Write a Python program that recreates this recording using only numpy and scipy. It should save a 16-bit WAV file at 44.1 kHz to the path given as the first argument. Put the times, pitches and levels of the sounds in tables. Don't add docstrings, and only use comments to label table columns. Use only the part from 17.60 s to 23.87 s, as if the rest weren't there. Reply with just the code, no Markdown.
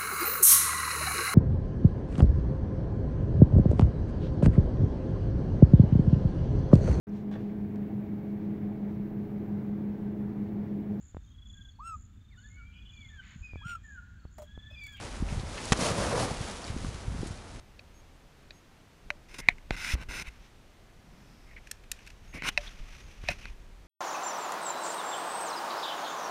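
import sys
import numpy as np
from scipy import signal
from scipy.fft import rfft, irfft, next_fast_len
from scipy.io import wavfile
from scipy.ndimage import uniform_filter1d, map_coordinates

SR = 44100
rng = np.random.default_rng(int(sys.argv[2]) if len(sys.argv) > 2 else 0)


def put_to_file(sound):
    columns = np.atleast_2d(sound).T
    safe = np.clip(columns, -1, 1)
    whole_steps = np.round(safe * 32767)
    wavfile.write(sys.argv[1], SR, whole_steps.astype(np.int16))


N = 276507


def amp(db):
    return 10 ** (np.asarray(db) / 20)


def unit(x):
    return x / np.sqrt(np.mean(x ** 2) + 1e-20)


def along(points, hz):
    f, values = np.transpose(points)
    return np.interp(np.log(hz + 1), np.log(f), values)


def wobble(rate_hz):
    knots = rng.standard_normal(int(N * rate_hz / SR) + 4)
    return map_coordinates(knots, [np.arange(N) * rate_hz / SR])


def filtered(x, response):
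    size = next_fast_len(len(x) + SR // 4)
    return irfft(rfft(x, size) * response(np.fft.rfftfreq(size, 1 / SR)), size)[:len(x)]


def noise(spectrum, size=N):
    return unit(filtered(rng.standard_normal(size), lambda f: amp(along(spectrum, f))))


def resonance(f, hz, width_hz):
    return 1j * f * width_hz / (hz * hz - f * f + 1j * f * width_hz)


def add(track, start_s, x):
    part = track[round(start_s * SR):][:len(x)]
    part += x[:len(part)]


def room_hiss(level_db=-58.5):
    # frequency_hz, density_db
    spectrum = [(47, -32), (80, -0.5), (107, -5.5), (263, -11), (556, -16), (607, -16), (1290, -20.5),
                (1640, -21), (2660, -23.5), (5040, -29.5), (6420, -30.5), (6860, -32.5), (15500, -43.5)]
    return noise(spectrum) * amp(level_db)


def body_rumble(contacts, shake_db=-40.5, shake_exponent=0.28, shake_s=0.12):
    # time_s, relative_level_db
    movement = [(0.0, -59.5), (1.33, -66), (2.5, -48.5), (2.78, -58.5), (3.18, -60), (4.36, -56.5),
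                (4.94, -49.5), (5.55, -50), (5.78, -45.5), (6.27, -50)]
    # frequency_hz, density_db
    spectrum = [(8.8, -26.5), (15, 0), (39, 3.5), (97, -15), (204, -24), (326, -35), (400, -25.5),
                (520, -60), (880, -120)]
    sway = amp(np.interp(np.arange(N) / SR, *np.transpose(movement)) + 2)
    contact_rms = np.sqrt(np.abs(uniform_filter1d(contacts ** 2, round(shake_s * SR))))
    shake = np.hypot(sway, amp(shake_db) * contact_rms ** shake_exponent)
    return noise(spectrum) * shake * amp(1.4 * wobble(3.1))


def reverberation(x, t60_s=0.2, wet_db=-21):
    t = np.arange(SR // 3) / SR
    tail = noise([(200, 1), (5000, -7), (14000, -20)], len(t)) * amp(-60 * t / t60_s) * (t > 0.003)
    return amp(wet_db) * signal.fftconvolve(x, tail / np.linalg.norm(tail))[:N]


def squeaks(fundamental_hz=3246, length_s=0.076, sharp_fraction=0.015, settle_s=0.018):
    # start_s, level_db
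    events = [(.337, -68), (0.925, -69), (4.675, -67.5), (5.407, -70)]
    # harmonic_number, gain_db
    overtones = [(2, 2), (3, -12), (4, -14)]
    out, t = np.zeros(N), np.arange(round(length_s * SR)) / SR
    pitch_hz = fundamental_hz * (1 + sharp_fraction * np.exp(-t / settle_s))
    phase = 2 * np.pi * np.cumsum(pitch_hz) / SR
    tone = sum(amp(db) * np.sin(k * phase) for k, db in overtones) * signal.windows.tukey(len(t), 0.2)
    for start_s, level_db in events:
        add(out, start_s, amp(level_db) * tone)
    return out


def swell(middle_s, spread_s, peak_db):
    return amp(peak_db) * np.exp(-0.5 * ((np.arange(N) / SR - middle_s) / spread_s) ** 2)


def sleeve():
    # frequency_hz, density_db
    flap_spectrum = [(70, -22), (140, 3), (220, 1.5), (400, -17), (2400, -22.5), (4000, -42)]
    # frequency_hz, density_db
    swish_spectrum = [(2000, -16), (4300, -12), (5300, -1.5), (7000, -18), (13000, -25)]
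    flap = noise(flap_spectrum) * swell(middle_s=3.64, spread_s=0.17, peak_db=-58.5)
    swish = noise(swish_spectrum) * swell(middle_s=3.75, spread_s=0.18, peak_db=-70)
    return (flap + swish) * amp(1.04 * wobble(24))


def curtain(attack_s=0.042, sag_db_per_s=5.5, release_db_per_s=115, catch_db=2.5):
    # start_s, end_s, level_db
    slides = [(2.673, 2.85, -65), (4.01, 4.116, -65), (4.31, 4.5, -61.5), (4.614, 4.657, -60),
              (4.885, 5.875, -57.5), (4.966, 5.065, -51.5), (5.272, 5.4, -56.5), (5.598, 5.85, -54)]
    # frequency_hz, density_db
    spectrum = [(800, 0), (1800, 6), (2500, 8.5), (3200, 3.5), (4500, -2.5), (6000, 2), (7500, -11.5),
                (10000, -13.5), (15000, -25)]
    power, t = np.zeros(N), np.arange(N) / SR
    for start_s, end_s, level_db in slides:
        onset = np.clip((t - start_s) / attack_s, 0, 1)
        fade_db = sag_db_per_s * np.maximum(t - start_s, 0) + release_db_per_s * np.maximum(t - end_s, 0)
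        power += (onset * amp(level_db - fade_db)) ** 2
    return noise(spectrum) * np.sqrt(power) * amp(0.7 * wobble(28) + catch_db * wobble(150))


def pushes(rise_s=0.00086, cycles_per_60_db=6.2):
    # start_s, level_db, pitch_hz
    pulses = [(2.111, -24, 37.7), (2.337, -15, 60.2), (2.487, -29.5, 49), (2.677, -32, 52.4),
              (5.201, -29.5, 32.7), (5.636, -34.5, 86), (5.694, -30, 74)]
    out, t = np.zeros(N), np.arange(SR // 2) / SR
    for start_s, level_db, pitch_hz in pulses:
        envelope = amp(level_db - 60 * t * pitch_hz / cycles_per_60_db) * (1 - np.exp(-t / rise_s))
        add(out, start_s, envelope * np.sin(2 * np.pi * pitch_hz * t))
    return out


def blow(t, cutoff_hz=8000, chatter_db=-18, chatter_t60_s=0.02):
    chatter = noise([(500, -27.5), (2000, -8), (4500, 1), (16000, -1)], len(t))
    chatter *= amp(chatter_db - 60 * t / chatter_t60_s)
    return filtered((t == 0) + chatter, lambda f: 1 / (1 + 1j * f / cutoff_hz))


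def shell(f, bass_db, treble_db, scatter_db):
    # frequency_hz, width_hz, gain_db
    modes = [(145, 306, -2.5), (453, 270, -19.5), (976, 443, -4.5), (1523, 330, 3.5), (2110, 293, 3.5),
             (2313, 710, 3), (3565, 1040, -4.5), (5090, 1000, -7), (6040, 480, -7.5), (6760, 610, -12),
             (8950, 640, -16), (9370, 1260, -19), (11990, 1000, -23.5), (12930, 1530, -24.5)]
    tilt = [(600, bass_db), (1800, 0.0017), (2600, 0.0076), (6000, treble_db)]
    return sum(amp(db + along(tilt, hz) + rng.normal(0, scatter_db)) * resonance(f, hz, width) ** 2
               for hz, width, db in modes)


def casing_ring(f):
    # frequency_hz, width_hz, gain_db
    modes = [(716, 36, 5.5), (960, 110, -2.5), (1775, 52, 7), (2520, 59, 11.5), (4000, 240, -1),
             (5500, 210, -9)]
    return sum((-1) ** k * amp(db) * resonance(f, hz, width) for k, (hz, width, db) in enumerate(modes))


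def clicks():
    # start_s, force_db
    slips = [(0.1926, -9), (0.9066, -6.5)]
    # frequency_hz, width_hz, gain_db
    modes = [(587, 160, -2), (1780, 310, -3), (2480, 280, 3), (3910, 340, 0.5), (4370, 340, -5.5),
             (5530, 380, -14)]
    out, t = np.zeros(N), np.arange(SR // 8) / SR
    hollow = lambda f: sum(amp(db) * resonance(f, hz, width) ** 2 for hz, width, db in modes)
    for start_s, force_db in slips:
        add(out, start_s, amp(force_db) * filtered(blow(t, chatter_db=-17), hollow))
    return out


def taps(treble_db=-9.5):
    # start_s, force_db, bass_db
    blows = [(1.983, -21.5, 6), (2.352, -13.5, 23.5), (4.8217, -2.5, 6), (5.639, -18, 20), (5.8547, -7, 4)]
    out, t = np.zeros(N), np.arange(SR // 4) / SR
    for start_s, force_db, bass_db in blows:
        tap = filtered(blow(t), lambda f: shell(f, bass_db, treble_db, scatter_db=0.5))
        add(out, start_s, amp(force_db) * tap)
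    return out


def stroke_envelope(t, length_s, first_db, last_db, release_s, rise_s=0.0034):
    pressure = amp(np.interp(t, [0, length_s], [first_db, last_db]))
    return pressure * (1 - np.exp(-t / rise_s)) * np.exp(-np.maximum(t - length_s, 0) / release_s)


def drags(width_hz=600):
    # start_s, end_s, first_db, last_db, pitch_hz
    strokes = [(1.805, 1.905, -51.5, -58, 2050), (1.899, 1.927, -33, -53, 2140),
               (3.866, 3.942, -62, -60.5, 2110), (3.96, 3.986, -47, -54, 2100),
               (4.728, 4.86, -49.5, -44, 2220), (4.849, 4.894, -45, -43, 1000),
               (4.871, 4.894, -31, -32, 2860), (5.058, 5.081, -60, -46, 3500),
               (5.645, 5.724, -54.5, -36.5, 2400), (5.814, 5.884, -53, -53.5, 2490)]
    out, t = np.zeros(N), np.arange(SR // 2) / SR
    for start_s, end_s, first_db, last_db, pitch_hz in strokes:
        sing = unit(filtered(rng.standard_normal(len(t)), lambda f: resonance(f, pitch_hz, width_hz) ** 2))
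        add(out, start_s, sing * stroke_envelope(t, end_s - start_s, first_db, last_db, release_s=0.0056))
    return out * amp(1.7 * wobble(90))


def scrapes(grain_db=6, bass_hz=700, treble_hz=5000, thinning=0.64, brightening=0.6, arch_db_per_s=14.5):
    # start_s, end_s, first_db, last_db, treble_db, bass_db
    strokes = [(1.684, 1.779, -58.5, -55.5, 3.5, -10), (1.739, 1.754, -39, -46, 1.5, 7),
               (1.782, 1.804, -39, -41, 10.5, 11), (2.113, 2.156, -45.5, -43, -4.5, 5.5),
               (2.162, 2.343, -43, -35.5, 1.5, -6.5), (2.348, 2.435, -57.5, -44, -7.5, 11),
               (2.485, 2.625, -44, -40, 3, 3.5), (2.639, 2.686, -55, -42.5, -6.5, -1),
               (4.736, 4.783, -42, -46, 3.5, 17), (4.829, 4.891, -42, -28.5, -1, 1.5),
               (5.677, 5.719, -42.5, -37, -2, 7.5)]
    # frequency_hz, gain_db
    weave = [(900, 1.5), (1450, 1), (2050, -2.5), (2800, 3), (4300, 0), (5600, 3.5), (7500, -1.5),
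             (10000, 3), (12500, 0.5), (14500, 2)]
    out, t = np.zeros(N), np.arange(SR // 2) / SR
    for start_s, end_s, first_db, last_db, treble_db, bass_db in strokes:
        length_s = end_s - start_s
        slips = rng.standard_normal(len(t)) * amp(grain_db * rng.standard_normal(len(t)))
        colour = lambda f: shell(f, bass_db, treble_db, scatter_db=0.5) * amp(along(weave, f))
        rasp = unit(filtered(slips, colour))
        bass = filtered(rasp, lambda f: 1 / (1 + (f / bass_hz) ** 4))
        treble = rasp - filtered(rasp, lambda f: 1 / (1 + (f / treble_hz) ** 4))
        press_db = (last_db - first_db) * np.interp(t, [0, length_s], [-0.5, 0.5])
        rasp += bass * (amp(-thinning * press_db) - 1) + treble * (amp(brightening * press_db) - 1)
        arch_db = arch_db_per_s * length_s * np.sin(np.pi * np.minimum(t / length_s, 1))
        envelope = stroke_envelope(t, length_s, first_db, last_db, release_s=0.004)
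        add(out, start_s, rasp * amp(arch_db) * envelope)
    return out * amp(wobble(140))


def fitting_ticks(snap_db=-20.5, snap_s=0.011, snap_treble_db=6.5, rise_s=0.0017):
    # start_s, level_db
    releases = [(4.0701, -44.5), (4.112, -25), (4.236, -52.5), (4.3155, -22), (4.388, -50), (4.4637, -43.5),
                (4.473, -42.5), (4.501, -45.5)]
    # frequency_hz, density_db
    spectrum = [(200, -26), (1200, -9), (1600, 16.5), (2100, 7.5), (2550, 19.5), (3200, 5), (5000, 10),
                (7500, 9), (12500, 3), (15500, -11.5)]
    out, t = np.zeros(N), np.arange(SR // 8) / SR
    for start_s, level_db in releases:
        softer_db = snap_db - level_db
        tilt = [(3000, 0), (12000, snap_treble_db - 0.81 * softer_db)]
        length_s = snap_s * amp(0.15 * softer_db)
        cracks = unit(filtered(noise(spectrum, len(t)), lambda f: amp(along(tilt, f))))
        envelope = amp(level_db - 60 * (t / length_s) ** 2) * (1 - np.exp(-t / rise_s))
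        add(out, start_s, cracks * envelope)
    return out


def knocks(low_ring_hz=587, low_ring_width_hz=18):
    # start_s, shell_db, bass_db, treble_db, ring_db, low_db, judder_db, judder_hz, judder_s
    blows = [(1.5037, 1, -9, -12.5, -14, 9.5, -23, 1260, 0.0021),
             (1.8864, 8, 11.5, -4, 5.5, -5, -2.5, 2240, .0032),
             (2.107, 1, 15, -17, -30, -13, -19.5, 690, 0.0038),
             (4.9757, 9.5, -9, -8, 6.5, 19, -17, 2520, 0.0043),
             (5.6866, -5.5, -3, 7, 9, 16.5, -29, 621, 0.011)]
    out, t = np.zeros(N), np.arange(SR // 4) / SR
    low_ring = lambda f: resonance(f, low_ring_hz, low_ring_width_hz)
    for start_s, shell_db, bass_db, treble_db, ring_db, low_db, judder_db, judder_hz, judder_s in blows:
        force = blow(t)
        clack = amp(shell_db) * filtered(force, lambda f: shell(f, bass_db, treble_db, scatter_db=3.5))
        ring = filtered(force, lambda f: amp(low_db) * low_ring(f) - amp(ring_db) * casing_ring(f))
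        judder = np.sin(np.pi * np.minimum(t / judder_s, 1)) ** 2 * np.cos(2 * np.pi * judder_hz * t)
        add(out, start_s, clack + ring + amp(judder_db) * judder)
    return out


def scene():
    ticks = fitting_ticks()
    contacts = knocks() + taps() + clicks() + scrapes() + drags()
    foreground = contacts + pushes() + ticks + reverberation(ticks)
    background = curtain() + sleeve() + squeaks() + body_rumble(contacts) + room_hiss()
    return (foreground + background)[None]


def record(dry, cutoff_hz=15300):
    return np.array([filtered(x, lambda f: 1 / np.sqrt(1 + (f / cutoff_hz) ** 120)) for x in dry])


dry = scene()
out = record(dry)
put_to_file(out)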